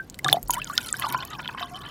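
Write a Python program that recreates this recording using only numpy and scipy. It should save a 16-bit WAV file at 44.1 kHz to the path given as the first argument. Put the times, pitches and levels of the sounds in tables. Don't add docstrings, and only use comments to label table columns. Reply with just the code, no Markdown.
import sys
import numpy as np
from scipy import signal
from scipy.fft import rfft, irfft
from scipy.io import wavfile

SR = 44100
rng = np.random.default_rng(int(sys.argv[2]) if len(sys.argv) > 2 else 0)


def wrap_up_sound(samples):
    columns = np.atleast_2d(samples).T
    tamed = np.clip(columns, -1, 1)
    steps = np.round(tamed * 32767).astype(np.int16)
    wavfile.write(sys.argv[1], SR, steps)


N = 83790
T = np.arange(N) / SR

# (time [s], settled pitch [Hz], level [dB], decay by 60 dB [s])
BUBBLES = [(0, 1533, -24.5, 0.079), (0.1922, 2030, -24, 0.021), (.2461, 3610, -14.5, 0.027),
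           (.2462, 1666, -20.5, 0.048), (.2465, 757, -24, 0.11), (0.2623, 1160, -13.5, 0.063),
           (0.2834, 3540, -14, 0.016), (0.2987, 4100, -10.5, 0.0043), (0.3279, 3430, -0.5, 0.02),
           (.319, 798, -25, 0.071), (.328, 746, -8.5, 0.027), (.343, 672, -13, 0.061),
           (.369, 705, -15.5, 0.054), (.496, 951, -11.5, 0.051), (0.5072, 6670, -14.5, 0.017),
           (0.5368, 2955, -24, 0.033), (0.6175, 2600, -20, 0.034), (0.6449, 6640, -14.5, 0.0032),
           (.699, 1138, -21, 0.059), (.7784, 3580, -3, 0.0075), (0.7787, 5130, -6.5, 0.0074),
           (0.783, 1450, -19, 0.03), (0.9413, 1540, -18.5, 0.032), (1.146, 1003, -11.5, 0.061),
           (1.146, 1366, -17, 0.031), (1.4774, 3300, -16, 0.011), (1.5478, 1070, -21, 0.021),
           (1.61, 695, -29.5, 0.19), (1.627, 1089, -22.5, 0.061)]
BUBBLE_SAG, BUBBLE_RISE = 0.046, 0.15
SWELL_CYCLES = .35

# (time [s], starting pitch [Hz], level [dB], length [s], rise [octaves])
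GULPS = [(0.2863, 1510, -13, 0.0083, 1.4), (0.564, 923, -24.5, 0.049, 1.31),
         (0.672, 3020, -32.5, 0.0086, 3), (.728, 1407, -32, 0.027, 0.9), (0.927, 7420, -8.5, 0.002, 0.75),
         (1.037, 1231, -20, 0.032, -0.58), (1.066, 992, -17.5, 0.0092, -0.31), (1.71, 707, -38, 0.09, 0.34)]

# (time [s], pitch [Hz])
POCKET = [(.35, 746), (.41, 930), (.565, 927), (.62, 1774), (.71, 1104), (.76, 1824), (.87, 1355),
          (1.075, 941), (1.21, 1037), (1.32, 1276), (1.4, 958), (1.9, 1181)]
POCKET_WIDTH_HZ, POCKET_KICKS_PER_S = 60, 130
POCKET_DB, POCKET_DB_PER_OCTAVE = 0.5, -5.5
OVERTONE_RATIO, OVERTONE_DB = 1.5, -9

# (time [s], level [dB])
CHURN = [(.21, -70), (.26, -42), (.385, -46.5), (.415, -87), (.48, -75), (.54, -39.5), (.65, -51.5),
         (.73, -46.5), (.8, -45.5), (.98, -47), (1.04, -33.5), (1.1, -41), (1.17, -37), (1.29, -51),
         (1.33, -41), (1.54, -50.5), (1.63, -37.5), (1.69, -53.5), (1.76, -45.5)]

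# (pitch [Hz], relative level [dB])
GURGLE_COLOUR = [(560, -9.5), (1400, 1), (2400, 3), (3400, 8.5), (6000, -4.5)]
GURGLE_DB = -0.5
GURGLE_PER_S, GURGLE_CYCLES, GURGLE_SPREAD_DB = 1000, 28, 4

# (time [s], level [dB])
FIZZ = [(.2, -68), (.3, -41), (.41, -65.5), (.54, -36.5), (.6, -57), (.72, -45), (1.1, -44), (1.28, -56.5)]
# (pitch [Hz], relative level [dB])
FIZZ_COLOUR = [(4000, 4), (15500, 12)]
FIZZ_PER_S, FIZZ_CYCLES, FIZZ_SPREAD_DB = 1000, 26, 6

CLUSTER_COUNT, CLUSTER_S, SMALL_RISE = 4, .003, 1.0

# (time [s], peak level [dB], centre of the resonance [Hz])
SNAPS = [(0.0989, -22.5, 6800), (0.1441, -25.5, 4250), (0.1897, -20, 8800), (0.2452, -10, 6100),
         (0.283, -14, 7700), (0.329, -2, 10100), (.429, -15.5, 11100), (.507, -1.5, 12600),
         (0.536, -9.5, 9600), (.543, -10.5, 8600), (0.7788, -7, 2280), (0.997, -10.5, 10800),
         (1.1249, -12, 13300), (1.251, -18, 15400)]
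SNAP_T60_S, SNAP_WIDTH = 0.0014, 0.54

# (time [s], peak level [dB], lowest bubble pitch [Hz])
SPLASHES = [(0.8838, -22.5, 2940), (1.0203, -19, 1212), (1.224, -26.5, 972), (1.394, -23.5, 922),
            (1.4563, -25.5, 1210), (1.489, -25, 930), (1.578, -23.5, 964), (1.595, -27.5, 1460)]
SPLASH_COUNT, SPLASH_S = 6, 0.0089
SPLASH_OCTAVES, SPLASH_CYCLES = 1.694, 22

# (resonance [Hz], level at its centre [dB])
JUG = [(1430, -5.5), (3050, 3)]
JUG_WIDTH_HZ = 70
WALLS_DB, WALLS_T60_S = -7, 0.025

# (time [s], level [dB])
RUMBLE = [(.23, -67), (.255, -31.5), (.35, -38.5), (.41, -48.5), (.95, -51), (1.15, -38), (1.23, -52.5)]
# (frequency [Hz], relative level [dB per Hz])
RUMBLE_COLOUR = [(90, -29), (130, 3), (200, -16.5), (280, -8), (480, -21), (700, -17)]
THUD_S, THUD_HZ, THUD_DB, THUD_T60_S = .425, 40.4, -35, 0.74

# (frequency [Hz], relative level [dB per Hz])
FLOOR = [(35, 4), (200, 2), (700, -13), (3000, -28), (15000, -42)]
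FLOOR_DB = -47
CUTOFF_HZ = 15800


def from_db(db):
    return 10 ** (np.asarray(db) / 20)


def rms_one(x):
    return x / np.sqrt(np.mean(x ** 2) + 1e-20)


def in_time(rows):
    times, values = np.transpose(rows)
    return np.interp(T, times, values)


def at_hz(points, hz):
    table_hz, table_db = np.transpose(points)
    return np.interp(np.log(hz), np.log(table_hz), table_db)


def dying(t, t60):
    return np.exp(-np.log(1000) * t / t60)


def add(out, s, sound):
    i = int(np.clip(s * SR, 0, N - 1))
    out[i:i + len(sound)] += sound[:N - i]


def resonate(x, hz, width_hz):
    r = np.exp(-np.pi * width_hz / SR)
    feed = np.array([1, 0, -1]) * (1 - r * r) / 2
    back = [1, -2 * r * np.cos(2 * np.pi * hz / SR), r * r]
    return signal.lfilter(feed, back, x + 1e-18)


def bubble(hz, t60):
    t = T[:int(t60 * SR) + 2]
    pitch = hz * 2 ** (BUBBLE_SAG * dying(t, t60) + BUBBLE_RISE * (t / t60) ** 2)
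    onset = 1 - np.exp(-t * hz / SWELL_CYCLES)
    return np.sin(2 * np.pi * np.cumsum(pitch) / SR) * onset * dying(t, t60)


def chirp(hz, length, rise):
    age = T[:int(length * SR)] / length
    pitch = np.minimum(hz * 2 ** (rise * age ** 2), SR / 2)
    swell = np.sin(np.pi * np.sqrt(age)) ** 2
    return np.sin(2 * np.pi * np.cumsum(pitch) / SR) * swell


def plops():
    out = np.zeros(N)
    for s, hz, db, t60 in BUBBLES:
        add(out, s, from_db(db) * bubble(hz, t60))
    for s, hz, db, length, rise in GULPS:
        add(out, s, from_db(db) * chirp(hz, length, rise))
    return out


def pocket(ratio):
    hz = in_time(POCKET)
    turn = np.exp(2j * np.pi * np.cumsum(ratio * hz) / SR)
    kicks = (rng.random(N) < POCKET_KICKS_PER_S / SR) * rng.choice([-1, 1], N)
    r = np.exp(-np.pi * POCKET_WIDTH_HZ / SR)
    swing = signal.lfilter([1 - r], [1, -r], kicks / turn)
    swing = signal.sosfilt(signal.butter(2, 250, fs=SR, output="sos"), swing)
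    evened = swing / np.sqrt(np.abs(swing) + 1e-12)
    tilt = from_db(POCKET_DB_PER_OCTAVE * np.log2(hz))
    return rms_one(np.real(turn * evened) * tilt)


def swarm(per_s, colour, cycles, spread_db):
    out = np.zeros(N)
    low, high = colour[0][0], colour[-1][0]
    cluster_total = int(per_s * N / SR / CLUSTER_COUNT)
    for when, size in rng.random((cluster_total, 2)):
        cluster_db = spread_db * min(-np.log(1 - size), 3)
        for delay, place, life, climb in rng.random((CLUSTER_COUNT, 4)):
            hz = low * (high / low) ** place
            length = cycles * np.exp(2 * life - 1) / hz
            ring = chirp(hz, length, SMALL_RISE * climb)
            ring = ring * dying(np.linspace(0, 1, len(ring)), 2)
            level = from_db(at_hz(colour, hz) + cluster_db)
            add(out, when * N / SR + CLUSTER_S * delay, level * ring)
    return rms_one(out)


def snaps():
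    out = np.zeros(N)
    t = T[:SR // 50]
    noises = rng.standard_normal((len(SNAPS), len(t)))
    for (s, db, hz), noise in zip(SNAPS, noises):
        burst = resonate(noise * dying(t, SNAP_T60_S), hz, SNAP_WIDTH * hz)
        add(out, s, from_db(db) * burst / np.abs(burst).max())
    return out


def splashes():
    out = np.zeros(N)
    for s, db, low in SPLASHES:
        burst = np.zeros(N)
        for k, (delay, place, life) in enumerate(rng.random((SPLASH_COUNT, 3))):
            hz = low * 2 ** (SPLASH_OCTAVES * (k + place) / SPLASH_COUNT)
            t60 = SPLASH_CYCLES * (.5 + life) / hz
            add(burst, s + SPLASH_S * delay ** 2, bubble(hz, t60))
        out += from_db(db) * burst / np.abs(burst).max()
    return out


def reflections(x, t60):
    tail = rng.standard_normal(N) * dying(T, t60) * (T > .001)
    return signal.fftconvolve(x, tail / np.sqrt(np.sum(tail ** 2)))[:N]


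def jug_air(drink):
    return drink + sum(from_db(db) * resonate(drink, hz, JUG_WIDTH_HZ) for hz, db in JUG)


def coloured_noise(spectrum):
    hz = np.maximum(np.arange(N // 2 + 1) * SR / N, 1)
    ends = 1 / (1 + (spectrum[0][0] / hz) ** 4) / (1 + (hz / spectrum[-1][0]) ** 8)
    shape = from_db(at_hz(spectrum, hz)) * ends
    return rms_one(irfft(rfft(rng.standard_normal(N)) * shape, N))


def tray_rumble():
    out = from_db(in_time(RUMBLE)) * coloured_noise(RUMBLE_COLOUR)
    add(out, THUD_S, from_db(THUD_DB) * bubble(THUD_HZ, THUD_T60_S))
    return out


def kitchen():
    return from_db(FLOOR_DB) * coloured_noise(FLOOR)


def scene():
    churn = from_db(in_time(CHURN))
    main_mode = from_db(POCKET_DB) * pocket(1)
    overtone = from_db(OVERTONE_DB) * pocket(OVERTONE_RATIO)
    ringing = churn * (main_mode + overtone)
    gurgle = swarm(GURGLE_PER_S, GURGLE_COLOUR, GURGLE_CYCLES, GURGLE_SPREAD_DB)
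    gurgle = from_db(GURGLE_DB) * churn * gurgle
    fizz = from_db(in_time(FIZZ)) * swarm(FIZZ_PER_S, FIZZ_COLOUR, FIZZ_CYCLES, FIZZ_SPREAD_DB)
    small = snaps() + splashes() + gurgle + fizz
    walls = from_db(WALLS_DB) * reflections(small, WALLS_T60_S)
    drink = plops() + ringing + small + walls
    mix = jug_air(drink) + tray_rumble() + kitchen()
    return mix[None]


def record(dry):
    low_pass = signal.ellip(10, .2, 80, CUTOFF_HZ, fs=SR, output="sos")
    return signal.sosfilt(low_pass, dry)


dry = scene()
out = record(dry)
wrap_up_sound(out)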